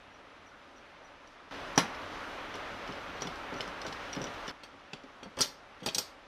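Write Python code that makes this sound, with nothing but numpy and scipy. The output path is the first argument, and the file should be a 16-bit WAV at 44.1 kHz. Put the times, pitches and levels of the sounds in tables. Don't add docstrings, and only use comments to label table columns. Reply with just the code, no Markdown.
import sys
import numpy as np
from scipy import signal
from scipy.fft import rfft, irfft
from scipy.io import wavfile
from scipy.ndimage import uniform_filter1d

SR = 44100
rng = np.random.default_rng(int(sys.argv[2]) if len(sys.argv) > 2 else 0)


def pcm_store(signal):
    levels = np.round(np.clip(np.atleast_2d(signal), -1, 1) * 32767)
    wavfile.write(sys.argv[1], SR, levels.astype(np.int16).T)


def nominal_scale(level):
    x = np.asarray(level, float) / 20
    return 10 ** x


N = 276507

# start in seconds, gain of the workshop air in dB.
SHOTS = [
    (0, -0.5),
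    (1.51, 11),
    (4.5151, -0.35),
]
# start in seconds, levels of crack, block ring and shank ring in dB.
BOLT_HITS = [(0.78, -69, -57, -65), (1.274, -61, -54, -63), (1.9475, -52, -66, -45), (2.541, -61, -47, -40),
             (2.554, -45, -46, -51), (2.8759, -52, -54, -38), (2.9228, -54, -54, -40),
             (3.2093, -46, -50, -50), (3.2206, -41.5, -24, -36), (3.271, -43, -47, -31),
             (3.357, -51, -56, -56), (3.5393, -50, -55, -44), (3.6064, -38, -57, -27),
             (3.677, -46.5, -57, -50), (3.8164, -46, -42, -35.5), (3.848, -64, -45, -46),
             (3.8655, -40, -35.5, -42), (3.88, -46, -49, -45), (3.9253, -44.5, -54, -38),
             (4.1297, -43.5, -33, -36), (4.15, -44, -43, -51), (4.1634, -57, -53, -36),
             (4.2164, -45, -38, -40), (4.241, -47, -28, -38), (4.269, -57, -50, -38),
             (4.3385, -51, -55, -54), (4.471, -57, -45, -56), (4.4787, -45, -40.5, -34),
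             (4.493, -57, -56, -32.5)]
# start in seconds, levels of crack, block ring and edge ring in dB,
# chatter in seconds.
DROP_HITS = [
    (1.7592, -46, -35, -70, .008),
    (1.7779, -21, -10, -45, .004),
    (1.7858, -29, -34, -36, .005),
]
# middle in seconds, length in seconds, rms level in dB.
TURNS = [
    (.145, .07, -75),
    (.475, .06, -72),
    (.775, .05, -71),
    (1.055, .07, -72),
    (3.57, .05, -60),
]
# start in seconds, ring level in dB, treble of the ring in dB, grip damping factor.
PLATE_HITS = [(4.634, -38, -18, 1.8), (4.9326, -36.5, -27, 3.9), (5.012, -61, -37, 2.1),
              (5.035, -50, -35, 2.9), (5.2314, -39.5, -23, 2.2), (5.3688, -38, -23.5, 1.2),
              (5.3877, -27.5, -17, 1.3), (5.4067, -19, -12, 3.4), (5.4138, -15.5, -39, 2.8),
              (5.421, -27, -6, 1.6), (5.4277, -28.5, -19, 3.1), (5.444, -37.5, -10, 3.3),
              (5.804, -49, -29, 1.9), (5.8313, -41, -18, 1.7), (5.8609, -26, -8, 3.5),
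              (5.8687, -28, -40, 1.6), (5.8865, -28, -27, 2.9), (5.947, -22, -17, 3.2),
              (5.9822, -18.5, -12.5, 3.7)]
# start in seconds, level in dB, favoured pitch in Hz, chatter in seconds.
THUDS = [(1.7752, -9, 223, 0.0011), (2.546, -32.5, 590, 0.011), (2.889, -30, 148, 0.016),
         (3.218, -27, 406, 0.006), (3.25, -31, 175, 0.0053), (3.271, -31, 266, 0.0062),
         (3.522, -26.5, 288, 0.041), (3.551, -42, 292, 0.018), (3.599, -30, 510, 0.007),
         (3.677, -33, 527, 0.027), (3.85, -29, 536, 0.011), (3.871, -30.5, 285, 0.026),
         (4.165, -27, 154, 0.04), (4.208, -27.5, 170, 0.037), (4.238, -32.5, 388, 0.011),
         (4.478, -33.5, 377, 0.0061), (4.631, -37, 495, 0.011), (4.738, -43, 344, 0.014),
         (4.93, -33, 176, 0.013), (5.037, -38, 267, 0.018), (5.226, -35, 385, 0.0094),
         (5.256, -34.5, 182, 0.012), (5.371, -25.5, 570, 0.061), (5.401, -22.5, 257, 0.025),
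         (5.82, -34.5, 269, 0.011), (5.836, -36.5, 264, 0.012), (5.859, -24, 346, 0.016),
         (5.874, -28, 490, 0.0074), (5.957, -31.5, 255, 0.0028), (5.979, -28, 507, 0.022)]

# frequency in Hz, level in dB, t60 in seconds.
BLOCK_MODES = [(5720, 0, .03), (5810, -4, .04), (5100, -18, .02), (6400, -20, .02), (7300, -26, .03),
               (8300, -28, .03), (14900, -38, .04)]
EDGE_MODES = [(11200, -3, 0.11), (11470, -5.5, 0.088), (12300, -12, .08)]
SHANK_MODES = [(2997, 3, 0.024), (3454, -2, 0.022), (4450, -10, 0.045), (5226, -3.5, 0.0503),
               (2220, -9, 0.028)]
THREAD_MODES = [(5830, 0, .03), (14900, -25, .05)]
PLATE_MODES = [(2470, -15, .1), (2650, -12, .14), (2950, -13, .14), (3260, -7, .24), (3560, -8, .14),
               (4475, -3, .3), (4540, -5, .26), (4810, -9, .18), (5070, -6, .16), (5220, -5, .18),
               (5700, 3, .12), (5980, -5, .14), (6370, -6, .16), (6680, -16, .2), (7110, -10, .17),
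               (8120, -4, .22), (8150, -5, .22), (8480, -15, .11), (9410, -13, .2), (9860, -13, .26),
               (10600, -18, .12), (11580, -9, .12), (12310, -15, .3), (12740, -10, .3), (13300, -22, .12),
               (14250, -17, .24), (15270, -22, .3)]
BENCH_MODES = [(158.2, -13, 0.24), (190, -1, 0.069), (274.4, 3.5, 0.0457), (403, 6, 0.034), (499, 3, 0.042),
               (650, -3, 0.067), (815, 12, 0.016), (1082, 0.5, 0.052), (1363, -3.5, 0.12), (1512, 2, 0.037),
               (2090, -14, 0.22)]
LEGS_MODES = [(70, 0, 0.075), (97.4, 0, 0.15)]
# frequency in Hz, level in dB.
STEEL_COLOUR = [(300, -24.5), (900, -15), (2000, -7), (3200, 0), (5000, -2), (7000, -12.5), (10000, -20.5),
                (15600, -29), (16400, -74.5)]
BOARD_COLOUR = [(90, -17), (160, 6.5), (400, -3), (1100, 0), (2200, -3.5), (3500, -17.5), (6000, -36)]
# frequency in Hz, t60 in seconds.
ROOM_T60 = [(150, 0.16), (1000, 0.63), (4000, 0.28), (12000, 0.27)]
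# frequency in Hz, density in dB per Hz.
AIR_COLOUR = [(12, -52), (26, -2.5), (100, -12.5), (135, -12), (270, -7.5), (600, -5), (1290, -4),
              (2100, -9.5), (3300, -14.5), (4600, -22), (6000, -25.5), (7520, -36.5), (14700, -44),
              (16000, -53.5)]
# frequency in Hz, width in Hz, level in dB.
FAN_HUMS = [(59, 5.97, -80), (93.3, 7.64, -75), (280.4, 26.6, -68.5), (569.4, 16, -68), (1355, 128, -69.5)]
# frequency in Hz, level in dB.
SIDE_COLOUR = [(30, -20.5), (150, -24), (1000, -32), (3000, -23), (10000, -5)]
# frequency in Hz, level in dB.
FLOOR = [(3000, -40), (6000, -22), (9000, -12.5), (11800, -21), (12500, 5.5), (15400, -0.5),
         (16000, 20.5)]
# frequency in Hz, level against the local spectrum in dB.
RELATIVE_FLOOR = [(3000, -19), (5500, -16), (7000, -8.5), (10000, -7), (15000, 3.5)]
# levels of crack, block ring and shank ring in dB.
CATCH_DB = (-74, -67, -70)

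CATCH_SPREAD = 0.26
BOLT_CHATTER_S, PLATE_CHATTER_S = 0.0047, 0.0045
EDGE_UNDER_CRACK_DB, DROP_SHANK_DB = -23, -36
LOW_LINES_DB, HARD_KNEE_DB, LOW_LOSS_DB_PER_DB = -3.5, -29.5, 4
FULL_BLOW_DB, NARROWING_DB_PER_OCTAVE_PER_DB = -6.5, 0.18
LEGS_DB = -23
ROOM_DB = -16.5
AIR_DB, SWELL_DB = -54, 0.4
SIDE_KEPT, SIDE_HIT_DB = 0.4, -11
FLOOR_DB, STARVED_DB = -107, 6.0


def shaped(x, points):
    hz, db = np.transpose(points)
    f = np.fft.rfftfreq(x.shape[-1], 1 / SR) + 0.00071
    gain_db = np.interp(np.log(f), np.log(hz), db)
    return irfft(rfft(x) * nominal_scale(gain_db), x.shape[-1])


def unit(x):
    return x / np.sqrt(np.mean(x ** 2))


def walk(rate_hz):
    hold = int(SR / rate_hz)
    steps = np.repeat(rng.standard_normal(N // hold + 1), hold)
    return 2.3 * uniform_filter1d(uniform_filter1d(steps, hold), hold)[:N]


def add(track, s, sound):
    i = int(s * SR)
    track[i:i + len(sound)] += sound[:N - i]


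def ring(modes, scatter_db, tilt_db=0., damping=0.94, contact_ms=0.24):
    hz, db, t60 = np.transpose(modes)[:, :, None]
    damping = max(damping, .2)
    t = np.arange(int(min(.25, t60.max() / damping) * SR)) / SR
    chance = rng.standard_normal((2, len(hz), 1))
    level = nominal_scale(db + tilt_db + scatter_db * chance[0])
    waves = level * np.sin(2 * np.pi * hz * (1 + 0.0012 * chance[1]) * t)
    y = (waves * np.exp(-np.log(1000) * t * damping / t60)).sum(axis=0)
    y = y * (1 - np.exp(-t * 1000 / contact_ms))
    return np.pad(y / np.abs(y).max(), (0, int(.25 * SR) - len(t)))


def crack(colour, ms, tail_ms, tail_db, contact_ms=0.19):
    t = np.arange(int(.25 * SR)) / SR
    fade = np.exp(-t * 1000 / ms) + nominal_scale(tail_db) * np.exp(-t * 1000 / tail_ms)
    push = (1 - np.exp(-t * 1000 / contact_ms)) ** 2
    return unit(shaped(rng.standard_normal(len(t)), colour)) * fade * push / 2


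def chatter(length_s, rate_hz):
    t = np.arange(int(.08 * SR)) / SR
    when, size = rng.random(len(t)), rng.standard_normal(len(t))
    x = (when < rate_hz / SR) * 0.36 * size * np.exp(-t / max(length_s, 1e-4))
    x[0] = 1
    return x / np.sqrt(np.sum(x ** 2))


def bolt():
    out = np.zeros(N)
    catches = []
    for s, length_s, _ in TURNS[:4]:
        for side in (-1, 1):
            catches.append((s + side * CATCH_SPREAD * length_s, *CATCH_DB))
    hits = []
    for s, crack_db, block_db, shank_db in catches + list(BOLT_HITS):
        hits.append((s, crack_db, block_db, shank_db, crack_db + EDGE_UNDER_CRACK_DB, BOLT_CHATTER_S))
    for s, crack_db, block_db, edge_db, length_s in DROP_HITS:
        hits.append((s, crack_db, block_db, crack_db + DROP_SHANK_DB, edge_db, length_s))
    for s, crack_db, block_db, shank_db, edge_db, length_s in hits:
        body = nominal_scale(block_db) * ring(BLOCK_MODES, 2.5)
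        body = body + nominal_scale(shank_db) * ring(SHANK_MODES, 2.5)
        body = body + nominal_scale(edge_db) * ring(EDGE_MODES, 2.5)
        body = body + nominal_scale(crack_db + 8.0) * crack(STEEL_COLOUR, 1.8, 22.0, -9.5)
        add(out, s, signal.fftconvolve(body, chatter(length_s, 900)))
    return out


def thread():
    out = np.zeros(N)
    for s, length_s, db in TURNS:
        n = int(length_s * SR)
        slips = rng.standard_normal(n) ** 3 * np.hanning(n)
        song = signal.fftconvolve(slips, ring(THREAD_MODES, 1.))[:n + 400]
        add(out, s - length_s / 2, nominal_scale(db) * unit(song))
    return out


def plate():
    out, hz = np.zeros(N), np.array(PLATE_MODES)[:, :1]
    for s, db, treble_db, grip in PLATE_HITS:
        low_db = LOW_LINES_DB - LOW_LOSS_DB_PER_DB * max(db - HARD_KNEE_DB, 0)

        def tilt(f):
            treble = (treble_db + 11.5) * np.clip(np.log2(f / 6000), 0, 1)
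            return treble + (low_db + 20.5) * np.clip(np.log2(5000 / f), 0, 1)

        lines = ring(PLATE_MODES, 1.8, tilt(hz), grip)
        clatter = crack([(f, d + 0.42 * tilt(f)) for f, d in STEEL_COLOUR], 3.6, 32.0, -14.5)
        body = lines + nominal_scale(2.9 * (grip - 2.5)) * clatter
        add(out, s, nominal_scale(db) * signal.fftconvolve(body, chatter(PLATE_CHATTER_S, 1700)))
    return out


def bench():
    out, hz = np.zeros(N), np.array(BENCH_MODES)[:, :1]
    for s, db, favoured_hz, length_s in THUDS:
        spread_db = NARROWING_DB_PER_OCTAVE_PER_DB * (FULL_BLOW_DB - db)

        def tilt(f):
            return -np.abs(spread_db * np.log2(f / favoured_hz))

        modes = ring(BENCH_MODES, 2.5, tilt(hz), contact_ms=.6)
        colour = [(f, d + tilt(f)) for f, d in BOARD_COLOUR]
        board = crack(colour, 2.77, 34.0, -10.5, contact_ms=1.0)
        thud = signal.fftconvolve(modes + nominal_scale(-0.5) * board, chatter(length_s, 460))
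        add(out, s + 0.00203, nominal_scale(db) * thud)
    return signal.sosfilt(signal.butter(4, 130, "high", fs=SR, output="sos"), out)


def legs():
    out = np.zeros(N)
    for s, db, _, _ in THUDS[21:]:
        add(out, s, nominal_scale(db + LEGS_DB) * ring(LEGS_MODES, 2.5, contact_ms=5.1))
    return out


def room():
    t, tail = np.arange(int(.4 * SR)) / SR, 0
    hz, t60 = np.transpose(ROOM_T60)
    for centre in 90 * 2. ** np.arange(8):
        edges = [centre / 2 ** .5, centre * 2 ** .5]
        band = signal.butter(2, edges, "band", fs=SR, output="sos")
        octave = signal.sosfilt(band, rng.standard_normal(len(t)))
        tail = tail + octave * np.exp(-np.log(1000) * t / np.interp(np.log(centre), np.log(hz), t60))
    return unit(tail * (1 - np.exp(-t / 0.004))) / np.sqrt(len(t))


def air():
    roar, hums = 0, 0
    swell, f = walk(0.15), np.fft.rfftfreq(N, 1 / SR) + 1
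    broad = rfft(shaped(rng.standard_normal(N), AIR_COLOUR))
    for centre in 20 * 2. ** np.arange(11):
        share = np.clip(1 - np.abs(np.log2(f / centre)), 0, 1)
        roar = roar + irfft(broad * share, N) * nominal_scale(SWELL_DB * swell + .5 * walk(14.0))
    for hz, width_hz, db in FAN_HUMS:
        resonance = 1 / (1 + 2j * (f - hz) / width_hz)
        hums = hums + nominal_scale(db) * unit(irfft(rfft(rng.standard_normal(N)) * resonance, N))
    return nominal_scale(AIR_DB) * unit(roar) + hums


def scene():
    start_s, gain_db = np.transpose(SHOTS)
    shot = np.searchsorted(start_s * SR, np.arange(N), side="right") - 1
    gain = uniform_filter1d(nominal_scale(gain_db[shot]), size=90)
    early, late = shot < 2, shot == 2
    knocks = bench()
    dry = (bolt() + knocks) * early + (plate() + knocks + legs()) * late
    tail = room()
    wet = sum(part * signal.fftconvolve(dry * part, tail)[:N] for part in (early, late))
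    mid = dry + nominal_scale(ROOM_DB) * wet + gain * air() + thread()

    other_air = nominal_scale(AIR_DB) * unit(shaped(rng.standard_normal(N), AIR_COLOUR))
    frames = np.repeat(rng.random(N // 1024 + 1) < SIDE_KEPT, 1024)[:N] + .22
    frames = uniform_filter1d(frames, size=600)
    blur = rng.standard_normal(400) / 20
    side_hits = signal.fftconvolve(dry, blur)[:N] * nominal_scale(SIDE_HIT_DB)
    side = shaped(side_hits + frames * gain * other_air, SIDE_COLOUR)
    return np.array([mid + side, mid - side])


def drop_faint_treble(x):
    f, _, cells = signal.stft(x, SR, nperseg=2048)
    size = np.abs(cells.mean(axis=0))
    wander = np.repeat(rng.standard_normal((65, size.shape[1])), 16, axis=0)[:len(f)]
    wander = (wander + np.roll(wander, 1, axis=1)) / 2 ** .5
    floor_shape_db = np.interp(f, *np.transpose(FLOOR))[:, None]
    relative_db = np.interp(f, *np.transpose(RELATIVE_FLOOR))[:, None]
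    quiet = nominal_scale(FLOOR_DB + floor_shape_db + 2.5 * wander)
    under_local = uniform_filter1d(size, size=32, axis=0) * nominal_scale(relative_db + STARVED_DB * wander)
    kept = size > np.maximum(quiet, under_local)
    return signal.istft(cells * kept, SR, nperseg=2048)[1][:, :N]


def roll_off(x):
    return signal.sosfilt(signal.butter(12, 16310, fs=SR, output="sos"), x)


def record(dry):
    mix = drop_faint_treble(dry)
    return roll_off(mix)


dry = scene()
out = record(dry)
pcm_store(out)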